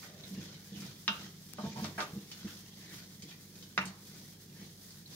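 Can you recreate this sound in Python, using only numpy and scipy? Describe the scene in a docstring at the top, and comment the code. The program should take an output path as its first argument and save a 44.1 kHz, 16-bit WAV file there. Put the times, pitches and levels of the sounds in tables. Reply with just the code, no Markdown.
"""A wet, crackling push is heard first: a wooden spatula stirs food in a creamy sauce in a ceramic pan.
Air pockets in the sauce burst and squeak, and the blade rasps on the coating by stick-slip friction.
Two hard knocks among lighter ones excite the pan's modes, and the pan bumps dully on the hob.
Behind this, bursting bubbles sizzle faintly over a low hum, in a small kitchen."""
import sys
import numpy as np
from scipy import signal
from scipy.fft import rfft, irfft
from scipy.io import wavfile
from scipy.ndimage import uniform_filter1d

SR = 44100
rng = np.random.default_rng(int(sys.argv[2]) if len(sys.argv) > 2 else 0)


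def bounce(signal):
    """Save signal as a 16-bit WAV file at the path given by the first command-line argument."""
    frames = np.transpose(np.atleast_2d(signal))
    limited = np.clip(frames, -1, 1)
    pcm = np.round(limited * 32767).astype(np.int16)
    wavfile.write(sys.argv[1], SR, pcm)


N = 227104

# Sweeps of the blade through the food. Each row: time of greatest speed in seconds, length in seconds,
# then relative levels in dB of wet sliding, drag on the pan and sizzle flare.
BLADE_STROKES = [(0.051, 0.16, -51, -61, -52), (0.429, 0.54, -50, -48.5, -56),
                 (0.851, 0.3, -49, -47, -56.5), (1.228, 0.26, -48, -48.5, -52),
                 (1.668, 0.25, -49.5, -48.5, -66), (1.825, 0.31, -47, -44, -58),
                 (2.066, 0.74, -58.5, -52, -59.5), (2.498, 0.64, -52, -57, -56),
                 (2.952, 0.42, -51, -52, -55.5), (3.314, 0.1, -49.5, -57.5, -57),
                 (3.603, 0.22, -61.5, -52, -57), (4.192, 0.3, -54.5, -54, -57),
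                 (4.64, 0.29, -56, -50.5, -65), (4.89, 0.17, -66, -75, -54.5),
                 (5.14, 0.081, -49.5, -52, -50)]
# Blows on the pan. Each row: start in seconds, level in dB, spot struck, contact cut-off in Hz,
# relative level of the bounces inside the pan in dB.
BLADE_KNOCKS = [(1.0794, -29.5, "upper", 9000, 0.5), (1.1665, -53, "upper", 6000, -2),
                (1.585, -45.5, "floor", 1200, 6), (1.8432, -44.5, "floor", 7050, 5),
                (2.0044, -39.5, "bend", 7100, -14), (3.7775, -29.5, "lower", 9050, 0.5)]
# Rasps on the coating. Each row: start in seconds, length in seconds, level in dB, spot, contact
# cut-off in Hz, relative grit level in dB, slips per second, unevenness from 0 to 1.
BLADE_RASPS = [(1.588, 0.02, -51, "floor", 1100, -21, 720, 0.54),
               (1.631, 0.031, -47, "floor", 786, -30, 650, 0.41),
               (1.752, 0.047, -47, "floor", 1020, -10, 905, 0.21),
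               (1.83, 0.035, -48.5, "floor", 6300, -1.5, 900, 0.4),
               (1.977, 0.021, -36, "bend", 1690, -9, 760, .45),
               (1.999, 0.0164, -41.5, "bend", 3850, -9, 1100, .45),
               (2.015, 0.014, -39.5, "bend", 1700, -6, 1220, .07),
               (3.808, 0.011, -40, "lower", 3970, -13, 2690, 0.09)]
# Hollow scrapes. Each row: start in seconds, length in seconds, level in dB, first and last pitch in Hz.
HOLLOW_SCRAPES = [(0, 0.292, -68, 520, 479.4), (0.705, 0.13, -64, 3900, 2020),
                  (2.46, 0.048, -62, 1488, 1690), (2.758, 0.31, -67.5, 1905, 2188),
                  (4.537, 0.13, -70, 1735, 2340)]
# Wet smacks and squeaks. Each row: start in seconds, level in dB, centre frequency in Hz.
SAUCE_SMACKS = [(0.029, -50.5, 1870), (0.2367, -56.5, 1750), (0.423, -56, 1900), (0.5427, -49, 3370),
                (0.805, -43.5, 5000), (.822, -49, 1980), (2.3152, -40.5, 4100), (2.474, -48, 3180),
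                (2.494, -54, 2000), (2.815, -56, 2900), (3.222, -41, 4630), (3.313, -52.5, 2310),
                (3.5555, -46.5, 5650), (3.625, -46, 4220), (3.8543, -36, 6100), (3.874, -41.5, 4960),
                (4.906, -47, 4940)]
FOOD_SQUEAKS = [(0.234, -47.5, 3924), (2.315, -54, 3010), (5.056, -54, 4000)]
# Bumps on the hob. Each row: start in seconds, level in dB, rocking pitch in Hz, its t60 in seconds.
HOB_BUMPS = [(0.306, -40, 191.4, 0.27), (0.375, -34.5, 200, 0.082), (.719, -40.5, 196, 0.064),
             (0.753, -44.5, 195, 0.14), (0.788, -40, 195.4, 0.33), (1.082, -38, 204.3, 0.18),
             (1.584, -38.5, 209, 0.091), (1.633, -29.5, 205.5, 0.24), (1.665, -37.5, 205, 0.14),
             (1.768, -38.5, 206, 0.078), (1.792, -41, 199, 0.1), (1.821, -30, 213.5, 0.098),
             (1.977, -40, 200, 0.18), (2.13, -34.5, 156, 0.065), (2.158, -34.5, 199, 0.12),
             (2.445, -33.5, 203, 0.075), (3.231, -40, 181, 0.061), (3.783, -34.5, 192, 0.12),
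             (3.852, -37, 189.5, 0.16)]
# Modes of the pan. Each row: frequency in Hz, t60 in seconds, then levels in dB when struck on the
# upper wall, lower wall, floor and bend.
PAN_MODES = [(609, .22, -13, -10, -2, -4), (685, .15, -17, -17, -3, -12), (750, .13, -22, -16, -5, -3),
             (902, .19, -4, -2, 0, -4), (961, .19, -13, -2, -11, -10), (1106, .16, -13, -4, -2, 2),
             (1218, .12, -4, 0, 2, 3), (1308, .12, 3, -5, -5, -4), (1421, .13, 0, 1, -5, -3),
             (1522, .14, 2, -3, -8, -3), (1610, .16, -8, -11, -10, -4), (1815, .13, -18, -1, -10, -5),
             (2196, .15, -10, -1, -9, -6), (2307, .14, -20, -3, -5, -5), (2660, .15, -3, -12, -12, -16),
             (2707, .17, -3, -4, -12, -18), (2799, .23, 3, -8, -10, -13), (3060, .17, 2, -18, -11, -14),
             (3150, .13, -2, -15, -14, -13), (3700, .12, -1, -13, -9, -10)]
# Modes of the loaded pan on the hob. 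Each row: frequency in Hz, relative level in dB, t60 in seconds.
LOADED_PAN_MODES = [(96.4, -22, 0.38), (144.5, -17.5, 0.35), (287, -15, 0.14), (330, -17, 0.17),
                    (460, -13.5, 0.077)]
# Spectral shapes. Each row: frequency in Hz, relative spectral density in dB.
CLACK_SPECTRA = {"upper": [(30, -55), (150, -12), (780, -9), (1000, -6.5), (1270, 7), (1600, 0),
                 (1950, -7.5), (2400, -3), (2830, 5.5), (3300, 2), (3750, 6), (4500, -8), (5200, -2),
                 (6300, -12), (7600, -33), (16000, -31)], "lower": [(30, -54), (150, -7.5), (600, -5.5),
                 (950, 2), (1300, 5.5), (1650, 4), (2300, 7.5), (2700, -0.5), (3150, -4.5), (3900, -2),
                 (4300, -7.5), (5800, -7), (6800, -14), (7600, -33), (16000, -50)], "floor": [(30, -54),
                 (130, -17), (450, -1), (780, -4), (980, -3), (1280, -3), (1600, -4), (1950, -4),
                 (3000, -1.5), (4500, 2.5), (6400, 0.5), (7500, -24), (16000, -40)], "bend": [(30, -52),
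                 (150, -20), (350, 5.5), (500, -5), (780, -5), (1200, 3.5), (1650, 4.5), (2250, 3.5),
                 (2700, -3), (3700, 4.5), (6400, 1), (7500, -29), (16000, -29)]}  # wood on ceramic, one table for each spot
CRACKLE_SPECTRUM = [(200, -32), (600, 7.5), (1100, 4.5), (1450, -0.5), (1900, 8), (2550, 4), (3800, 8),
                    (5500, 10), (6600, 9), (7800, -5), (16000, -54)]  # sliding wet food
DRAG_SPECTRUM = [(25, -64.5), (82, -5.5), (100, -17), (140, 2), (195, 2.5), (260, -8), (330, -7.5),
                 (480, -14), (800, -30.5), (2000, -51)]  # food dragging on the pan
SIZZLE_SPECTRUM = [(200, -10), (1000, -5), (1750, 0), (2050, -1), (2450, -6.5), (2900, -4.5), (3400, 1),
                   (5000, 5), (6500, 3.5), (7800, 0), (15500, 1)]  # bursting bubbles
MURMUR_SPECTRUM = [(20, -33), (35, -10), (63, -32), (95, -1), (170, 20), (205, 1), (270, -5), (400, -1),
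                   (700, -20), (1500, -39.5)]  # appliances
# Partials of the mains hum. Each row: frequency in Hz, level in dB.
MAINS_PARTIALS = [(49, -78), (99, -65), (199, -64)]
# Reverberation of the kitchen. Each row: frequency in Hz, t60 in seconds.
ROOM_T60 = [(150, 0.076), (600, 0.61), (2500, 0.31), (6000, 0.2), (14000, 0.026)]
# Coherence of the diffuse field. Each row: frequency in Hz, left-right correlation from 0 to 1.
COHERENCE = [(60, .97), (200, .97), (350, .9), (650, .7), (1400, .2), (3000, 0), (16000, 0)]


def stirring(crackle_db=-4, squish_db=-6, squelch_db=-13, drag_db=-2, clump_db=2.5):
    """Sliding friction: wet food crackles in clumps and squishes, and its drag rumbles in the pan."""
    clumps = gain_of(clump_db * slow_noise(400))
    crackle = diffuse_noise(lambda: pops(per_s=2500, range_db=-3.5) * clumps, CRACKLE_SPECTRUM)
    rumble = diffuse_noise(lambda: rng.standard_normal(N), DRAG_SPECTRUM)
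    wet = gain_of(crackle_db) * crackle + gain_of(squish_db) * squishes()
    wet += gain_of(squelch_db) * squelches()
    drag = gain_of(drag_db) * rumble
    return stroke_gain("wet", rest_db=-62.5) * wet + stroke_gain("drag", rest_db=-57) * drag


def stroke_gain(layer, rest_db, rise_share=0.44, fall_share=0.32):
    """Incoherent sounds add in power: each sweep swells and fades above a resting level."""
    column = ("wet", "drag", "sizzle").index(layer)
    t, power = np.arange(N) / SR, gain_of(rest_db) ** 2
    for s, length, *levels_db in BLADE_STROKES:
        from_peak = abs(t - s) / (length * np.where(t < s, rise_share, fall_share))
        power = power + (gain_of(levels_db[column]) * np.exp(-from_peak ** 1.16)) ** 2
    return np.sqrt(power)


def squishes(lowest_hz=3100, highest_hz=6200, tilt=0.19, decay_cycles=8):
    """Cavity resonance: small air pockets burst at three places in the pan, each at its own pitch."""
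    t, places = np.arange(SR // 25) / SR, np.zeros((3, N))
    for k, hz in enumerate(np.geomspace(lowest_hz, highest_hz, 24)):
        burst = (hz / lowest_hz) ** tilt * np.exp(-t * hz / decay_cycles) * np.sin(2 * np.pi * hz * t)
        places[k % len(places)] += signal.oaconvolve(pops(per_s=70, range_db=6), burst)[:N]
    return unit_rms(sum(kitchen(place, near_db=-5.5, tail_db=0.5) for place in places))


def squelches(lowest_hz=1300, highest_hz=3200, tilt=0.65, decay_cycles=12, glide=5):
    """A shrinking cavity rises in pitch: larger pockets open behind the blade and close again."""
    t, out = np.arange(SR // 20) / SR, np.zeros(N)
    for hz in np.geomspace(lowest_hz, highest_hz, 12):
        age = t * hz / decay_cycles
        envelope = (hz / lowest_hz) ** tilt * np.sqrt(age) * np.exp(-age)
        pocket = envelope * np.sin(2 * np.pi * hz * t * (1 + glide * t))
        out += signal.oaconvolve(pops(per_s=3, range_db=0), pocket)[:N]
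    return unit_rms(kitchen(out, near_db=3, tail_db=-2.5))


def knocks():
    """Impact excitation: the blade hits the pan, and a softer contact passes less treble."""
    out = np.zeros((2, N))
    for s, db, spot, contact_hz, inside_db in BLADE_KNOCKS:
        blow = struck_pan(spot, ring_db=-2.5, near_db=0.5, tail_db=-6.5, inside_db=inside_db)
        hit = lowpass(blow, contact_hz, order=3)
        add(out, s, gain_of(db) * hit / hit[:, :SR // 20].std())
    return out


def struck_pan(spot, ring_db, near_db, tail_db, inside_db=-3.5, inside_s=0.005):
    """Impulse response: a clack echoes in pan and room, and the spot struck sets each mode's level."""
    t = np.arange(SR // 2) / SR
    bounces = diffuse(rng.standard_normal((2, len(t)))) * np.exp(-t / inside_s)
    paths = kitchen(signal.unit_impulse(len(t)), near_db, tail_db)
    paths += gain_of(inside_db) * unit_rms(bounces) / np.sqrt(len(t))
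    clack = np.array([colour(path, CLACK_SPECTRA[spot]) for path in paths])
    column = list(CLACK_SPECTRA).index(spot)
    modes = [(hz, levels_db[column], t60) for hz, t60, *levels_db in PAN_MODES]
    rings = np.array([ring(modes, rise_s=0.00054, phase_scatter=0.95) for _ in range(2)])
    return unit_rms(clack) + gain_of(ring_db) * unit_rms(diffuse(rings))


def ring(modes, rise_s, phase_scatter):
    """Free vibration is a sum of damped sines, which builds up as the blow spreads."""
    t = np.arange(SR // 2) / SR
    sines = sum(gain_of(db - 60 * t / t60) * np.sin(2 * np.pi * (hz * t + phase_scatter * rng.random()))
                for hz, db, t60 in modes)
    return sines * (1 - np.exp(-t / rise_s))


def rasps(grit_hz=4000):
    """Stick-slip friction rings the pan under a fine grit: uneven slips rasp, even ones squeal."""
    out = np.zeros((2, N))
    for s, length, db, spot, contact_hz, grit_db, slips_per_s, unevenness in BLADE_RASPS:
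        gaps, sizes = np.exp(unevenness * rng.standard_normal((200, 2)).T)
        slip_s = (np.cumsum(gaps) - gaps[0]) / slips_per_s
        n = int(length * SR)
        pressure = signal.windows.tukey(n, 0.071)
        slips = np.bincount((slip_s * SR).astype(int), sizes, n)[:n] * pressure
        response = struck_pan(spot, ring_db=-5.5, near_db=9, tail_db=-8.5)
        body = lowpass(signal.fftconvolve(slips[None], response, axes=1), contact_hz, order=3)
        friction = rng.standard_normal(SR // 2) * np.pad(pressure, (0, SR // 2 - n))
        grit = kitchen(lowpass(friction, grit_hz, order=1), near_db=5, tail_db=4)
        add(out, s, gain_of(db) * body / body[:, :n].std())
        add(out, s, gain_of(db + grit_db) * grit / grit[:, :n].std())
    return out


def smacks(relative_width=0.46, decay_cycles=9.4):
    """Adhesion fails: sauce leaves the blade in damped crackles, and large, low pockets last longer."""
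    out, t = np.zeros(N), np.arange(SR) / SR
    for s, db, hz in SAUCE_SMACKS:
        resonance = signal.iirpeak(hz, 1 / relative_width, fs=SR)
        band = signal.lfilter(*resonance, rng.laplace(size=len(t)))
        crackle = unit_rms(lowpass(band, 2 * hz))
        add(out, s, gain_of(db) * crackle * np.exp(-t * hz / decay_cycles))
    return kitchen(out, near_db=3.5, tail_db=1.5)


def scrapes(width_hz=440):
    """Friction excites the cavity between blade and pan; its resonance slides as the gap changes."""
    out = np.zeros(N)
    for s, length, db, from_hz, to_hz in HOLLOW_SCRAPES:
        n = int(length * SR)
        friction = lowpass(rng.laplace(size=SR), width_hz / 2)[:n]
        hollow = unit_rms(friction * gliding_sine(np.geomspace(from_hz, to_hz, n)))
        add(out, s, gain_of(db) * hollow * signal.windows.tukey(n, 0.5))
    return kitchen(out, near_db=0.5, tail_db=-5)


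def squeaks(waver_depth=0.04, rise_s=0.002, decay_s=0.0033):
    """Flow-driven oscillation: air squeezed from under the food gives short, wavering chirps."""
    out, t = np.zeros(N), np.arange(SR // 10) / SR
    envelope = (1 - np.exp(-t / rise_s)) * np.exp(-t / decay_s)
    for s, db, hz in FOOD_SQUEAKS:
        waver = 1 + waver_depth * unit_rms(uniform_filter1d(rng.standard_normal(len(t)), size=120))
        add(out, s, gain_of(db) * envelope / envelope.max() * gliding_sine(hz * waver))
    return kitchen(out, near_db=9, tail_db=-17)


def bumps(footing_hz=340, lowest_hz=75):
    """Damped rocking on the hob: a soft footing cuts treble; the pan is too small to radiate deep bass."""
    out = np.zeros((2, N))
    for s, db, hz, t60 in HOB_BUMPS:
        rocking = ring(LOADED_PAN_MODES + [(hz, 0, t60)], rise_s=0.0032, phase_scatter=0)
        thud = lowpass(rocking, footing_hz)
        add(out, s, gain_of(db) * kitchen(thud / abs(thud).max(), near_db=-16, tail_db=-9))
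    return signal.sosfilt(signal.butter(2, lowest_hz, "high", fs=SR, output="sos"), out)


def tick(start_s=1.5352, db=-27.5, right_db=-7, lowest_hz=2500):
    """A short pulse has a broad spectrum: one thin click with no ring, to the left."""
    out = np.zeros((2, N))
    click = rng.standard_normal(60) * np.hanning(60)
    thin = click - lowpass(click, lowest_hz, order=1)
    add(out, start_s, gain_of([[db], [db + right_db]]) * thin)
    return out


def simmer(surge_db=1.9):
    """Shot noise of tiny bursting bubbles: the sizzle surges, and flares as strokes bare the hot pan."""
    fizz = diffuse_noise(lambda: pops(per_s=15000, range_db=4.5), SIZZLE_SPECTRUM)
    surges = gain_of(surge_db * slow_noise(2400))
    return stroke_gain("sizzle", rest_db=-57.5) * surges * fizz


def appliances(murmur_db=-62):
    """A line spectrum of mains hum lies over the continuous low murmur of appliances."""
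    t = np.arange(N) / SR
    hum = sum(np.sqrt(2) * gain_of(db) * np.sin(2 * np.pi * (hz * t + rng.random()))
              for hz, db in MAINS_PARTIALS)
    return hum + gain_of(murmur_db) * diffuse_noise(lambda: rng.standard_normal(N), MURMUR_SPECTRUM)


def kitchen(x, near_db, tail_db, near_decay_s=0.014, echoes_per_s=2000):
    """Reverberation: direct sound, early reflections from hob and tiles, then a short diffuse tail."""
    t = np.arange(SR // 2) / SR
    signs = rng.choice([-1., 1.], (2, len(t)))
    arrivals = rng.random((2, len(t))) < echoes_per_s / SR
    near = signs * arrivals * np.exp(-t / near_decay_s) * (t > 0.001)
    hz, frame_s, noise = signal.stft(rng.standard_normal((2, len(t))), SR, nperseg=256)
    decay = gain_of(-60 * frame_s / value_at(ROOM_T60, hz)[:, None])
    tail = signal.istft(noise * decay, SR, nperseg=256)[1][:, :len(t)] * (t > 0.006)
    echoes = diffuse(gain_of(near_db) * unit_rms(near) + gain_of(tail_db) * unit_rms(tail))
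    return x + signal.fftconvolve(x[None], echoes / np.sqrt(len(t)), axes=1)[:, :len(x)]


def diffuse(pair):
    """Diffuse-field coherence: two unrelated signals become alike in the bass, not in the treble."""
    left, other = rfft(pair)
    shared = value_at(COHERENCE, np.fft.rfftfreq(len(pair[0]), 1 / SR))
    return irfft([left, shared * left + np.sqrt(1 - shared ** 2) * other], len(pair[0]))


def diffuse_noise(source, spectrum):
    """Source and filter: two draws of a noise take on one spectrum and form a diffuse field."""
    return diffuse([unit_rms(colour(source(), spectrum)) for _ in range(2)])


def pops(per_s, range_db):
    """A Poisson process: impulses of random sign and size arrive independently."""
    sizes = gain_of(range_db * np.minimum(rng.exponential(1, N), 4))
    return unit_rms(sizes * rng.choice([-1, 1], N) * (rng.random(N) < per_s / SR))


def slow_noise(samples):
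    """Two moving averages leave only the slow fluctuations of noise."""
    return unit_rms(uniform_filter1d(uniform_filter1d(rng.standard_normal(N), samples), samples // 2))


def gliding_sine(hz):
    """Phase is the running integral of frequency."""
    return np.sin(2 * np.pi * np.cumsum(hz) / SR)


def colour(x, spectrum, size=4096):
    """A minimum-phase filter imposes a spectrum causally."""
    log_gain = np.log(gain_of(value_at(spectrum, abs(np.fft.fftfreq(size, 1 / SR)))))
    taps = np.fft.ifft(np.exp(np.conj(signal.hilbert(log_gain)))).real[:size // 2]
    return signal.fftconvolve(x, taps)[:len(x)]


def lowpass(x, hz, order=2):
    """Attenuates the treble above a cut-off."""
    return signal.sosfilt(signal.butter(order, hz, fs=SR, output="sos"), x)


def value_at(points, hz):
    """Interpolates a table on a log-frequency axis."""
    frequencies, values = np.transpose(points)
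    return np.interp(np.log(hz + 1), np.log(frequencies), values)


def gain_of(db):
    """Converts decibels to amplitude."""
    return 10 ** (np.asarray(db) / 20)


def unit_rms(x):
    """Normalises to unit mean power."""
    return x / np.sqrt(np.mean(x ** 2) + 1e-20)


def add(mix, s, sound):
    """Superposes a sound starting at s seconds."""
    part = mix[..., round(s * SR):][..., :sound.shape[-1]]
    part += sound[..., :part.shape[-1]]


def scene():
    """Superposition: the pressures from spatula, pan, sauce and room add."""
    spatula = knocks() + rasps() + stirring() + scrapes() + squeaks() + smacks()
    return spatula + bumps() + simmer() + appliances() + tick()


def record(dry, left_db=-1.0, lag_samples=4, edge_hz=15780):
    """Path difference: the nearer left microphone leads, though quieter; both are band-limited."""
    pair = np.array([gain_of(left_db) * dry[0], np.pad(dry[1], (lag_samples, 0))[:N]])
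    band_limit = signal.firwin(2047, edge_hz, window=("kaiser", 9), fs=SR)
    return signal.oaconvolve(pair, band_limit[None], "same")


dry = scene()
out = record(dry)
bounce(out)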